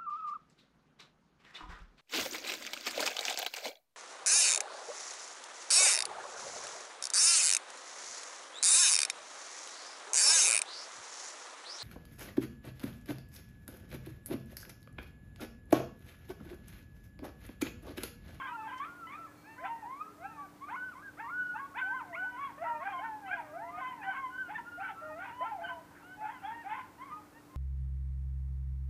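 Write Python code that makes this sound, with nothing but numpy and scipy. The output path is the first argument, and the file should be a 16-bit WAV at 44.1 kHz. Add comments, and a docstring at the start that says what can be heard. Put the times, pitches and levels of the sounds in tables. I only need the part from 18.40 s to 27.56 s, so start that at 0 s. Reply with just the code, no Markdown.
"""Coyote pack at night

A pack yips and howls some way off across open ground; brush scatters the calls and slopes echo them.
Each call is a gliding, nearly pure voice of a few weak partials; where it breaks, it rasps and flutters.
Near the microphone a machine hums as wavering sine lines, with a faint thin squeak and a small tick.
Shaped noise makes the far rumble and the microphone's hiss."""
import sys
import numpy as np
from scipy import signal
from scipy.fft import rfft, irfft
from scipy.io import wavfile
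from scipy.ndimage import uniform_filter1d

SR = 44100
rng = np.random.default_rng(int(sys.argv[2]) if len(sys.argv) > 2 else 0)


def unload_audio(sound):
    """Save the sound as a 16-bit wav file, at the path given as the first command line argument."""
    columns = np.transpose(np.atleast_2d(sound))
    # keep every value between -1 and 1, then stretch to whole-number steps
    steps = np.round(np.clip(columns, -1, 1) * 32767)
    wavfile.write(sys.argv[1], SR, steps.astype(np.int16))


N = 403956  # samples


def undb(db):
    """Amplitude factor of a level in dB."""
    return np.exp(np.asarray(db) * (np.log(10) / 20))


def unit(x):
    """Scale to an RMS of 1."""
    return x / np.sqrt(np.mean(x ** 2))


def walk(rate):
    """Random wander: levels held for 1 / rate seconds, smoothed twice, with an RMS of 1."""
    hold = int(SR / rate)
    held = np.repeat(rng.standard_normal(N // hold + 1), hold)[:N]
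    return unit(uniform_filter1d(uniform_filter1d(held, hold), hold))


def band(x, hz, width):
    """Band-pass of two pole pairs, centred on hz."""
    edges = [hz - width / 2, hz + width / 2]
    return signal.sosfilt(signal.butter(2, edges, "band", fs=SR, output="sos"), x)


# Long wavering calls: (2nd partial [dB re fundamental], 3rd partial at 1 kHz [dB re fundamental], curve),
# each curve a list of (time [s], pitch [Hz], level of the fundamental [dB])
LONG_CALLS = [(-20, -26, [(0, 1067, -40.5), (.042, 1066, -48), (.125, 950, -41.5), (.16, 927, -53),
              (.185, 868, -46.5), (.277, 878, -42.5)]), (-9, -18, [(.07, 1165, -53), (.085, 1203, -47),
              (.142, 1375, -49), (.157, 1387, -39), (.185, 1396, -54), (.212, 1325, -48),
              (.255, 1100, -62)]), (-21, -25.5, [(.272, 1020, -52), (.29, 1010, -48), (.309, 982, -54),
              (.332, 1027, -38), (.387, 1048, -44), (.404, 1056, -38.5), (.459, 1320, -42.5),
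              (.52, 1446, -54), (.579, 1434, -56.5), (.641, 1336, -44.5), (.688, 1305, -61)]),
              (-2, -12, [(.671, 991, -50), (.72, 1133, -49), (.745, 1203, -48), (.765, 1266, -52)]),
              (-17, -30, [(.755, 1290, -54), (.806, 1357, -45), (.855, 1312, -49.5), (.878, 1047, -57),
              (.9, 1000, -67)]), (-1, -25, [(.73, 959, -65), (.79, 701, -61), (.813, 635, -72),
              (.948, 527, -68)]), (-23, -29.5, [(1.18, 476.7, -69), (1.215, 624, -52.5),
              (1.257, 762, -35.5), (1.272, 889, -52), (1.305, 932, -41.5), (1.419, 898, -57.5)]),
              (-18, -35, [(1.449, 910, -49), (1.514, 1046, -40), (1.594, 1168, -56), (1.616, 1250, -37),
              (1.651, 1284, -51), (1.729, 1367, -62)]), (-9, -28, [(1.761, 581, -69), (1.818, 690, -54.5),
              (1.858, 815, -39), (1.876, 840, -53), (1.913, 914, -61), (2.0, 865, -54.5),
              (2.068, 733, -56)]), (-13.5, -35, [(2.285, 697, -56), (2.307, 872, -44), (2.345, 1021, -36),
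              (2.355, 1102, -44), (2.362, 1436, -44), (2.385, 1485, -37), (2.469, 1525, -44),
              (2.492, 1467, -41.5), (2.517, 1436, -47.5), (2.547, 1016, -59)]),
              (-17, -31, [(2.548, 1000, -58), (2.556, 999, -47), (2.617, 1244, -57.5), (2.628, 1620, -55),
              (2.645, 1666, -51), (2.686, 1568, -46.5), (2.716, 1390, -69)]),
              (-9.5, -29.5, [(2.772, 589, -67), (2.79, 720, -55.5), (2.803, 853, -43), (2.819, 921, -50.5),
              (2.866, 932, -49.5), (2.886, 1020, -40), (2.908, 1160, -47)]), (-23, -30, [(2.841, 1090, -47),
              (2.893, 1220, -47), (2.902, 1360, -45), (2.956, 1484, -32.5), (3.04, 1475, -33),
              (3.085, 1462, -38), (3.12, 1461, -35), (3.145, 1454, -45), (3.168, 1134, -52)]),
              (-21, -32, [(3.14, 816, -55), (3.163, 880, -41), (3.183, 964, -52), (3.2, 1090, -41),
              (3.258, 1110, -41.5), (3.288, 1117, -76)]), (-13.5, -37, [(3.342, 621, -69),
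              (3.362, 850, -43), (3.39, 1030, -35.5), (3.402, 1046, -44)]), (-13, -35, [(3.398, 1443, -45),
              (3.415, 1507, -33.5), (3.48, 1520, -38.5), (3.507, 1542, -37), (3.547, 1570, -43.5),
              (3.59, 1500, -43.5), (3.617, 1116, -53)]), (-18, -31, [(3.43, 715, -55), (3.495, 832, -45.5),
              (3.548, 1039, -36), (3.604, 1022, -39.5), (3.654, 747, -57), (3.754, 653, -51),
              (3.801, 727, -54), (3.829, 743, -43), (3.879, 981, -57), (3.961, 960, -44),
              (4.023, 1150, -40.5), (4.068, 1094, -37.5), (4.128, 758, -60)]),
              (-7.5, -31.5, [(3.729, 934, -51), (3.75, 1076, -47), (3.76, 1396, -47), (3.799, 1488, -34),
              (3.946, 1514, -47), (3.998, 1314, -56)]), (-15, -32.5, [(4.18, 579.5, -54), (4.205, 654, -53),
              (4.22, 663.4, -37.5), (4.232, 722, -36), (4.248, 890, -43.5), (4.272, 951, -41),
              (4.315, 942, -35.5), (4.338, 932, -51), (4.35, 917, -41), (4.407, 928, -60)]),
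              (-8.5, -21, [(4.24, 664, -44), (4.288, 623, -55), (4.398, 602.6, -52), (4.437, 729, -45),
              (4.48, 832, -37), (4.552, 710, -46), (4.577, 714, -63), (4.595, 727, -44)]),
              (-11, -34.5, [(4.595, 723, -41.5), (4.654, 945, -43), (4.697, 881, -41), (4.802, 834.6, -53),
              (4.901, 745, -40), (4.999, 649, -58.5), (5.116, 597, -53), (5.163, 690, -44),
              (5.248, 973, -46), (5.308, 1020, -45.5)]), (-25, -20, [(4.52, 1048, -61.5),
              (4.535, 1043, -37), (4.595, 1022, -36), (4.62, 1056, -51), (4.66, 960, -60)]),
              (-15.5, -29.5, [(5.181, 669, -54), (5.37, 707, -52.5), (5.388, 731.5, -36.5),
              (5.408, 746, -40.5)]), (-15, -27, [(5.4, 1080, -66), (5.415, 1022, -37), (5.488, 1024, -39),
              (5.542, 960, -45), (5.565, 934, -58.5), (5.652, 785, -43.5), (5.692, 763.5, -34.5),
              (5.707, 740, -46)]), (-8, -28.5, [(6.61, 617.6, -62), (6.622, 618, -48), (6.75, 625, -49.5),
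              (6.782, 685, -50), (6.822, 768, -45.5), (6.857, 806, -52)]), (-25, -25.5, [(6.849, 1036, -48),
              (6.899, 918, -49), (6.949, 979, -52), (7.029, 1019, -31.5), (7.066, 1002, -53)]),
              (-28, -38.5, [(7.009, 600, -42.5), (7.059, 887.3, -42.5), (7.106, 914, -50.5),
              (7.121, 864, -37.5), (7.201, 672.7, -48.5), (7.296, 711, -53.5), (7.418, 631, -58)]),
              (-18, -35, [(8.019, 752, -61), (8.052, 802, -34.5), (8.079, 882.7, -42.5),
              (8.102, 902, -37.5), (8.137, 952, -52)]), (0, -20, [(8.12, 925, -58), (8.15, 935, -52),
              (8.215, 933, -59), (8.25, 736, -65)]), (-17, -30, [(8.58, 916, -61.5), (8.62, 1039, -42),
              (8.655, 1140, -55), (8.713, 1000, -52), (8.748, 940, -60)])]
AIR_HZ = 3400  # the voices carry little above this


def pack():
    """All voices of the pack and the air of their rasps; distance dulls the treble."""
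    t = np.arange(N) / SR
    low, high = rasp_curves(t)
    jitter, flutter = walk(130), walk(60)
    out = np.zeros(N)
    for second_db, third_db, rows in LONG_CALLS + yips():
        first = max(int((rows[0][0] - .02) * SR), 0)
        last = min(int((rows[-1][0] + 0.018) * SR), N)
        here = slice(first, last)
        own = (np.arange(first, last) + rng.integers(N)) % N  # each call shakes in its own way
        out[here] += call(t[here], second_db, third_db, rows, low[here], high[here],
                          jitter[own], flutter[own])
    out += breath(low, high)
    return signal.sosfilt(signal.butter(8, AIR_HZ, fs=SR, output="sos"), out)


# Short calls that swell and die: (start [s], loudest [s], end [s], start pitch [Hz], loudest pitch [Hz],
# end pitch [Hz], level of the fundamental at its loudest [dB], 2nd partial [dB re fundamental]);
# an end that comes too early is moved to SHORTEST_S after the loudest point
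SHORT_CALLS = [(0, .042, 0.12, 1442, 1636, 1480, -48.5, 8),
               (0.27, 0.289, 0.35, 1598, 1592, 1500, -47.5, 1.5),
               (.04, .08, 0.1, 1560, 1520, 1440, -49, -8), (0.302, .345, 0.35, 1228, 1270, 1250, -60.5, 8),
               (.357, .41, 0.42, 1500, 1620, 1650, -57, 5),
               (5.05, 5.154, 5.25, 1050, 1233, 1346, -59.5, -18),
               (.87, 0.883, .95, 1750, 1720, 1640, -63, 0), (1.04, 1.095, 1.175, 777, 893, 904, -58.5, 1.5),
               (1.166, 1.253, 1.32, 1007, 1024, 1040, -42, -14),
               (1.245, 1.267, 1.3, 1335, 1353, 1360, -47, -6),
               (1.331, 1.399, 1.52, 1984, 1870, 1480, -60.5, -15),
               (1.42, 1.439, 1.47, 895, 842, 723, -43, -21),
               (1.637, 1.684, 1.77, 414, 418.6, 403, -55.5, -18),
               (1.821, 1.878, 1.97, 1218, 1344, 1225, -51.5, -5),
               (1.97, 1.996, 2.07, 1154, 1143, 1170, -45, -20),
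               (2.205, 2.24, 2.17, 1000, 1128, 1180, -44.5, -23),
               (2.263, 2.284, 2.22, 1170, 1222, 1245, -47.5, -15.5),
               (3.164, 3.199, 3.09, 1520, 1649, 1660, -42.5, -22),
               (4.248, 4.258, 4.37, 1330, 1340, 1385, -44.5, -27),
               (4.4, 4.426, 4.42, 1083, 1057, 1070, -40.5, -25),
               (4.445, 4.48, 4.2, 1480, 1556, 1605, -41, -14),
               (4.633, 4.655, 4.67, 1470, 1480, 1490, -44, -17),
               (4.879, 4.936, 4.98, 1250, 1601, 1470, -38, -5.5),
               (4.855, 4.886, 4.91, 950, 1045, 1090, -54, -6),
               (4.909, 4.936, 4.92, 769, 806, 792, -42.5, 1.5),
               (4.965, 4.978, 5.03, 1020, 990, 730, -40.5, -21),
               (5.29, 5.384, 5.42, 1150, 1245, 1260, -45.5, -17),
               (5.385, 5.456, 5.47, 1550, 1527, 1500, -48, -12),
               (5.616, 5.656, 5.73, 800, 1000, 1020, -51, -2),
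               (5.655, 5.689, 5.78, 1442, 1530, 1410, -40.5, -2.5),
               (5.73, 5.791, 5.75, 1500, 1586, 1560, -49.5, -3),
               (5.7, 5.795, 5.85, 986, 1076, 1060, -40, -15),
               (5.82, 5.864, 5.81, 1060, 1030, 1013, -33, -16),
               (5.9, 5.941, 6.04, 1420, 1495, 1520, -45, -5),
               (5.959, 5.998, 6.1, 1530, 1555, 1345, -40.5, -9),
               (6.084, 6.11, 6.12, 696, 819, 890, -40, -19),
               (6.147, 6.161, 6.18, 1790, 1764, 1720, -36.5, 1),
               (6.178, 6.187, 6.19, 982, 990, 854, -39.5, -16.5),
               (6.175, 6.19, 6.2, 1400, 1399, 1338, -49.5, -11),
               (6.243, 6.284, 6.2, 1360, 1417, 1460, -47, -13),
               (6.314, 6.324, 6.45, 1428, 1423, 1390, -45.5, -6),
               (6.375, 6.41, 6.44, 640, 792, 856, -39.5, -24),
               (6.43, 6.46, 6.54, 1330, 1348, 1340, -46, -10),
               (6.4, 6.45, 6.5, 1200, 1553, 1425, -40, -5.5), (6.475, 6.51, 6.52, 1010, 816, 675, -41, -29),
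               (6.547, 6.606, 6.68, 1295, 1349, 1422, -45, -13.5),
               (6.55, 6.599, 6.62, 1130, 1130, 1158, -59.5, -15),
               (6.623, 6.66, 6.7, 1410, 1402, 1410, -47, -14),
               (6.692, 6.714, 6.73, 1000, 867, 810, -52, -20),
               (6.774, 6.831, 6.86, 1320, 1470, 1530, -43, -20),
               (7.027, 7.067, 7.1, 1303, 1360, 1350, -43.5, -25),
               (7.202, 7.228, 7.18, 690, 840, 900, -40.5, -28),
               (7.232, 7.249, 7.24, 1538, 1546, 1460, -43.5, 5.5),
               (7.262, 7.282, 7.34, 1480, 1528, 1490, -44.5, 6.5),
               (7.285, 7.304, 7.39, 1070, 1024, 950, -39, -34),
               (7.61, 7.73, 7.78, 1327, 1513, 1490, -50, -1.5), (7.63, 7.694, 7.9, 723, 731, 746, -60, -9),
               (7.77, 7.858, 7.915, 839, 873, 956, -43.5, -20),
               (7.891, 7.923, 7.97, 1580, 1650, 1490, -59, 17),
               (7.808, 7.845, 7.93, 640, 788.4, 1042, -43, -16),
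               (7.832, 7.874, 7.8, 1373, 1438, 1509, -47.5, -29),
               (7.927, 7.955, 7.985, 1055, 1013, 1008, -49.5, -11),
               (7.94, 7.965, 8.01, 1670, 1500, 1286, -55, 1),
               (8.001, 8.037, 8.055, 1280, 1456, 1480, -54, -4),
               (8.03, 8.059, 8.15, 1510, 1633, 1627, -58.5, 18.5),
               (8.241, 8.27, 8.3, 690, 788, 819, -40.5, -24),
               (8.285, 8.327, 8.345, 825, 878, 885, -38, -21),
               (8.25, 8.335, 8.5, 1499, 1480, 1380, -55, -5), (8.3, 8.361, 8.36, 950, 1049, 1040, -45, -23),
               (8.32, 8.406, 8.4, 1035, 1045, 1000, -39, -19),
               (8.7, 8.728, 8.82, 1196, 1236, 1260, -44.5, -21),
               (8.755, 8.781, 8.83, 885, 863, 780, -58, -13.5),
               (8.93, 8.976, 8.9, 850, 922, 959.7, -63.5, 0),
               (9.082, 9.143, 9.3, 1037, 1048, 1051, -56, -18.5)]
ONSET_DB, FADE_DB, SWELL_CURVE = -15.5, -16, 2  # ends re loudest point, and the bend between
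GLIDE_CURVE = 1.392  # above 1 the glide slows near the loudest point
THIRD_DB = -13  # 3rd partial at 1 kHz re the 2nd
SHORTEST_S = .018  # quickest dying away


def yips():
    """The short calls, laid out like the long ones."""
    return [yip(*row) for row in SHORT_CALLS]


def yip(start_s, top_s, end_s, start_hz, top_hz, end_hz, db, second_db):
    """A short call glides and swells to its loudest point, then glides on and fades."""
    end_s = max(end_s, top_s + SHORTEST_S)
    away = np.arange(8, -1, -1) / 8  # 0 at the loudest point, 1 at the ends
    rise = [top_s - (top_s - start_s) * away,
            top_hz + (start_hz - top_hz) * away ** GLIDE_CURVE,
            db + ONSET_DB * away ** SWELL_CURVE]
    away = away[-2::-1]
    fall = [top_s + (end_s - top_s) * away,
            top_hz + (end_hz - top_hz) * away ** GLIDE_CURVE,
            db + FADE_DB * away ** SWELL_CURVE]
    return second_db, second_db + THIRD_DB, np.hstack([rise, fall]).T


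JITTER, HOARSE_JITTER = .005, .036  # pitch spread as a share: clear, and added when fully hoarse
FLUTTER_DB, HOARSE_FLUTTER_DB = 2.2, 2  # before the weight of each partial: clear, and added when hoarse
FLUTTER_BASE, FLUTTER_RISE = .5, .8  # weight on the fundamental, and added for each higher partial
HEAD_HZ, HEAD_DB = 1337, -22.5  # the voice thins above this pitch: change of the 2nd partial
HEAD_HALF_DB = -13.5  # partial at 1.5 times the pitch, re fundamental, when a high voice turns hoarse
THIRD_DB_PER_OCTAVE = -19.5  # fall of the 3rd partial with pitch
FOURTH_TOP_HZ = 2930  # the 4th partial fades above this
OVERTONE_HOLD = 0.16  # share of the fundamental's dips that the overtones do not follow
SCOOP_DB, SCOOP_S = 18.5, 0.025  # overtone boost of a fast upward scoop, and its decay time
SCOOP_OCTAVES_PER_S = 14.6  # climb that earns the full boost
WHOLE_DB, HALF_DB = -5.5, -4  # a rasp's whole and half partials


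def call(t, second_db, third_db, rows, low, high, jitter, flutter):
    """One voice: partials of a gliding pitch; in a rasp it jitters, brightens and doubles its period."""
    s, hz, db = np.transpose(rows)
    level_db = np.interp(t, s, db)
    glide = np.interp(t, s, hz)
    size = undb(level_db)
    fade = np.clip(np.minimum(t - s[0], s[-1] - t) / 0.0025 + 1, 0, 1)
    hoarse = low / (low + undb(-54.5))  # 0 clear, towards 1 in a strong rasp
    pitch = uniform_filter1d(glide, size=SR // 140)
    pitch = pitch * (1 + (JITTER + HOARSE_JITTER * hoarse) * jitter)
    phase = 2 * np.pi * np.cumsum(pitch) / SR

    # overtones hold up in the dips and start rich in a fast scoop
    overtone_db = OVERTONE_HOLD * (db.max() - level_db)
    octaves = np.log2(uniform_filter1d(glide, size=SR // 100))
    climb = np.gradient(octaves) * SR / SCOOP_OCTAVES_PER_S
    overtone_db = overtone_db + SCOOP_DB * np.clip(climb, 0, 1) * np.exp(-np.maximum(t - s[0], 0) / SCOOP_S)
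    head = 1 / (1 + (HEAD_HZ / pitch) ** 12)  # 0 in the chest register, 1 in the head register
    second_db = second_db + overtone_db + HEAD_DB * head
    third_db = third_db + overtone_db + THIRD_DB_PER_OCTAVE * np.log2(pitch / 1000)
    fourth_db = third_db - 11.5 - 14 / (1 + (FOURTH_TOP_HZ / (4 * pitch)) ** 12)

    # the folds close unevenly, which shakes each partial, the upper ones most
    shake_db = FLUTTER_DB + HOARSE_FLUTTER_DB * hoarse
    tone = 0
    for k, partial_db in enumerate([0, second_db, third_db, fourth_db]):
        weight = FLUTTER_BASE + FLUTTER_RISE * k
        shaken_db = partial_db + shake_db * weight * np.roll(flutter, 300 * k)
        tone = tone + undb(shaken_db) * np.sin((k + 1) * phase)
    half_gain = undb(HEAD_HALF_DB + 4.9 * np.roll(jitter, 700))
    tone = tone + head * hoarse * half_gain * np.sin(3 * phase / 2)

    # only the chest register breaks; strong and weak cycles alternate and fill in the half partials
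    rasp = 0
    if pitch.min() < HEAD_HZ and low.any():
        for k in range(3, 11):  # counted in half partials
            partial_db = HALF_DB if k % 2 else WHOLE_DB
            gain = throat_gain(k / 2 * pitch, low, high) * undb(partial_db + 5.0 * np.roll(jitter, 400 * k))
            rasp = rasp + gain * np.sin(k / 2 * phase)
    breaks = size / (size + undb(-39.5)) / (1 + (pitch / 1250) ** 8)
    return np.sqrt(2) * fade * (size * tone + breaks * rasp)


# Hoarse breaks in the voices: (centre [s], width at half height [s], strength [dB], treble tilt [dB])
HOARSE_BREAKS = [(0.03, 0.12, -53, -8), (0.309, 0.07, -56, -9), (0.433, 0.12, -61, 1),
                 (0.726, .06, -63, -2), (1.262, 0.043, -55.5, -6.5), (2.333, 0.073, -58, -8),
                 (2.807, 0.03, -58, -4), (3.184, 0.036, -58.5, -10), (3.393, 0.029, -46.5, -3),
                 (3.62, 0.032, -60, -16), (4.065, 0.16, -59, -5), (4.27, 0.066, -56.5, -14),
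                 (4.469, 0.08, -51, -11.5), (4.521, 0.02, -57, -7), (4.66, 0.06, -55, -14),
                 (4.973, 0.16, -61.5, -2), (5.454, 0.16, -60, -3.5), (5.645, 0.027, -52, -15),
                 (5.746, 0.072, -51.5, -7), (6.135, 0.08, -51.5, -8.5), (6.416, 0.043, -57, -22),
                 (6.479, 0.069, -54, -5.5), (6.858, 0.097, -52.5, -3.5), (7.084, 0.057, -56, -6),
                 (7.283, 0.1, -54.5, -15), (7.571, 0.13, -61.5, -12), (7.901, 0.076, -55, -6.5),
                 (8.1, 0.15, -58.5, -6), (8.349, 0.12, -54.5, -4), (8.66, .12, -64, -10)]


def rasp_curves(t):
    """Bell-shaped strength of the hoarse breaks, for the low and the high throat resonances."""
    low, high = np.zeros(N), np.zeros(N)
    for s, length, db, tilt_db in HOARSE_BREAKS:
        near = slice(max(int((s - 2 * length) * SR), 0), int((s + 2 * length) * SR))
        shape = np.exp(-.5 * ((t[near] - s) / (0.43 * length)) ** 2)
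        low[near] += undb(db) * shape
        high[near] += undb(db + tilt_db) * shape
    return low, high


# Throat resonances: (centre [Hz], width [Hz], gain [dB]); the last two follow the treble tilt
THROAT_RESONANCES = [(912, 195, 7.5), (1500, 470, 10.5), (2185, 700, 11), (3340, 470, -2.5)]
BREATH_DB = -10.5  # turbulent air, before each resonance's gain


def throat_gain(hz, low, high):
    """Gain of the throat resonances at a moving frequency, scaled by the strength of the rasp."""
    gain = 0
    for k, (centre, width, db) in enumerate(THROAT_RESONANCES):
        strength = low if k < 2 else high
        gain = gain + undb(db) * strength / np.hypot(1, np.square(2 * (hz - centre) / width))
    return gain


def breath(low, high):
    """Turbulent air of the rasps: noise escapes in uneven puffs and rings the throat resonances."""
    out = np.zeros(N)
    for k, (hz, width, db) in enumerate(THROAT_RESONANCES):
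        strength = low if k < 2 else high
        puffs = undb(4.3 * walk(140)) * rng.standard_normal(N)
        out += undb(db + BREATH_DB) * strength * unit(band(puffs, hz, width))
    return out


# Near scatter, then far slopes: (start after the direct sound [s], 60 dB decay time [s], level [dB])
ECHO_TAILS = [(.003, .14, -6.5), (.04, .7, -15.5)]


def echoes(x):
    """Ground and brush scatter the sound at once, which smears fast glides; slopes return it later."""
    t = np.arange(SR) / SR
    response = 0
    for start_s, t60_s, db in ECHO_TAILS:
        tail = rng.standard_normal(SR) * np.exp(-np.log(1000) * t / t60_s) * (t > start_s)
        response = response + undb(db) * tail / np.sqrt(np.sum(tail ** 2))
    return signal.fftconvolve(x, response)[:N]


# Lines of the faint thin squeak: (frequency [Hz], level [dB])
SQUEAK_LINES = [(2300, -73), (4290, -77.5), (6422, -83)]
# When it sounds: (start [s], end [s])
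SQUEAK_SPAN = (0.926, 1.22)


def squeak():
    """A faint squeak of steady sine lines that swells in and out."""
    t = np.arange(N) / SR
    start_s, end_s = SQUEAK_SPAN
    swell = np.clip(np.minimum(t - start_s, end_s - t) / .06, 0, 1)
    return swell * sum(np.sqrt(2) * undb(db) * np.sin(2 * np.pi * hz * t) for hz, db in SQUEAK_LINES)


TICK_S, TICK_DB = 0.379, -53  # onset; level of the noise at its onset, before the band-pass


def tick():
    """A small tick near the microphone: a decaying burst of band-passed noise."""
    t = np.arange(N) / SR
    burst = rng.standard_normal(N) * np.exp(-np.abs(t - TICK_S) / 0.013) * (t > TICK_S)
    return undb(TICK_DB) * band(burst, 4700, 4500)


# Lines of the machine near the microphone: (frequency [Hz], level [dB])
HUM_LINES = [(98, -75), (119, -79.5), (170, -73.5), (295, -63)]


def machine_hum():
    """Sine lines that waver slightly in pitch and level."""
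    out = np.zeros(N)
    for hz, db in HUM_LINES:
        phase = 2 * np.pi * np.cumsum(hz + 0.893 * walk(6)) / SR
        out += np.sqrt(2) * undb(db + 0.36 * walk(4.5)) * np.sin(phase)
    return out


# Spectrum of the far rumble and the microphone's hiss, and its overall level:
# (frequency [Hz], relative density [dB per Hz])
NIGHT_SPECTRUM = [(15, -58), (25, -15.5), (81, -8), (238, -7), (295, -5), (417, -11), (884, -14),
                  (1400, -15.5), (2960, -28), (15200, -32.5)]
NIGHT_DB = -59


def night():
    """Steady rumble and hiss: white noise shaped along the spectrum."""
    hz, db = np.transpose(NIGHT_SPECTRUM)
    f = np.maximum(np.arange(N // 2 + 1) * SR / N, 1)
    gain = undb(np.interp(np.log(f), np.log(hz), db))
    noise = irfft(rfft(rng.standard_normal(N)) * gain, N)
    return undb(NIGHT_DB) * unit(noise)


def scene():
    """The pack with its echoes, over the sounds near the microphone and the night."""
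    voices = pack()
    return (voices + echoes(voices) + squeak() + tick() + machine_hum() + night())[None]


TOP_HZ = 15320  # the recorder's upper limit


def record(dry):
    """The microphone drops the deepest bass; the recorder cuts the top."""
    dry = signal.sosfilt(signal.butter(2, 38, "high", fs=SR, output="sos"), dry)
    return signal.sosfilt(signal.ellip(10, .2, 60, TOP_HZ, fs=SR, output="sos"), dry)


dry = scene()
out = record(dry)
unload_audio(out)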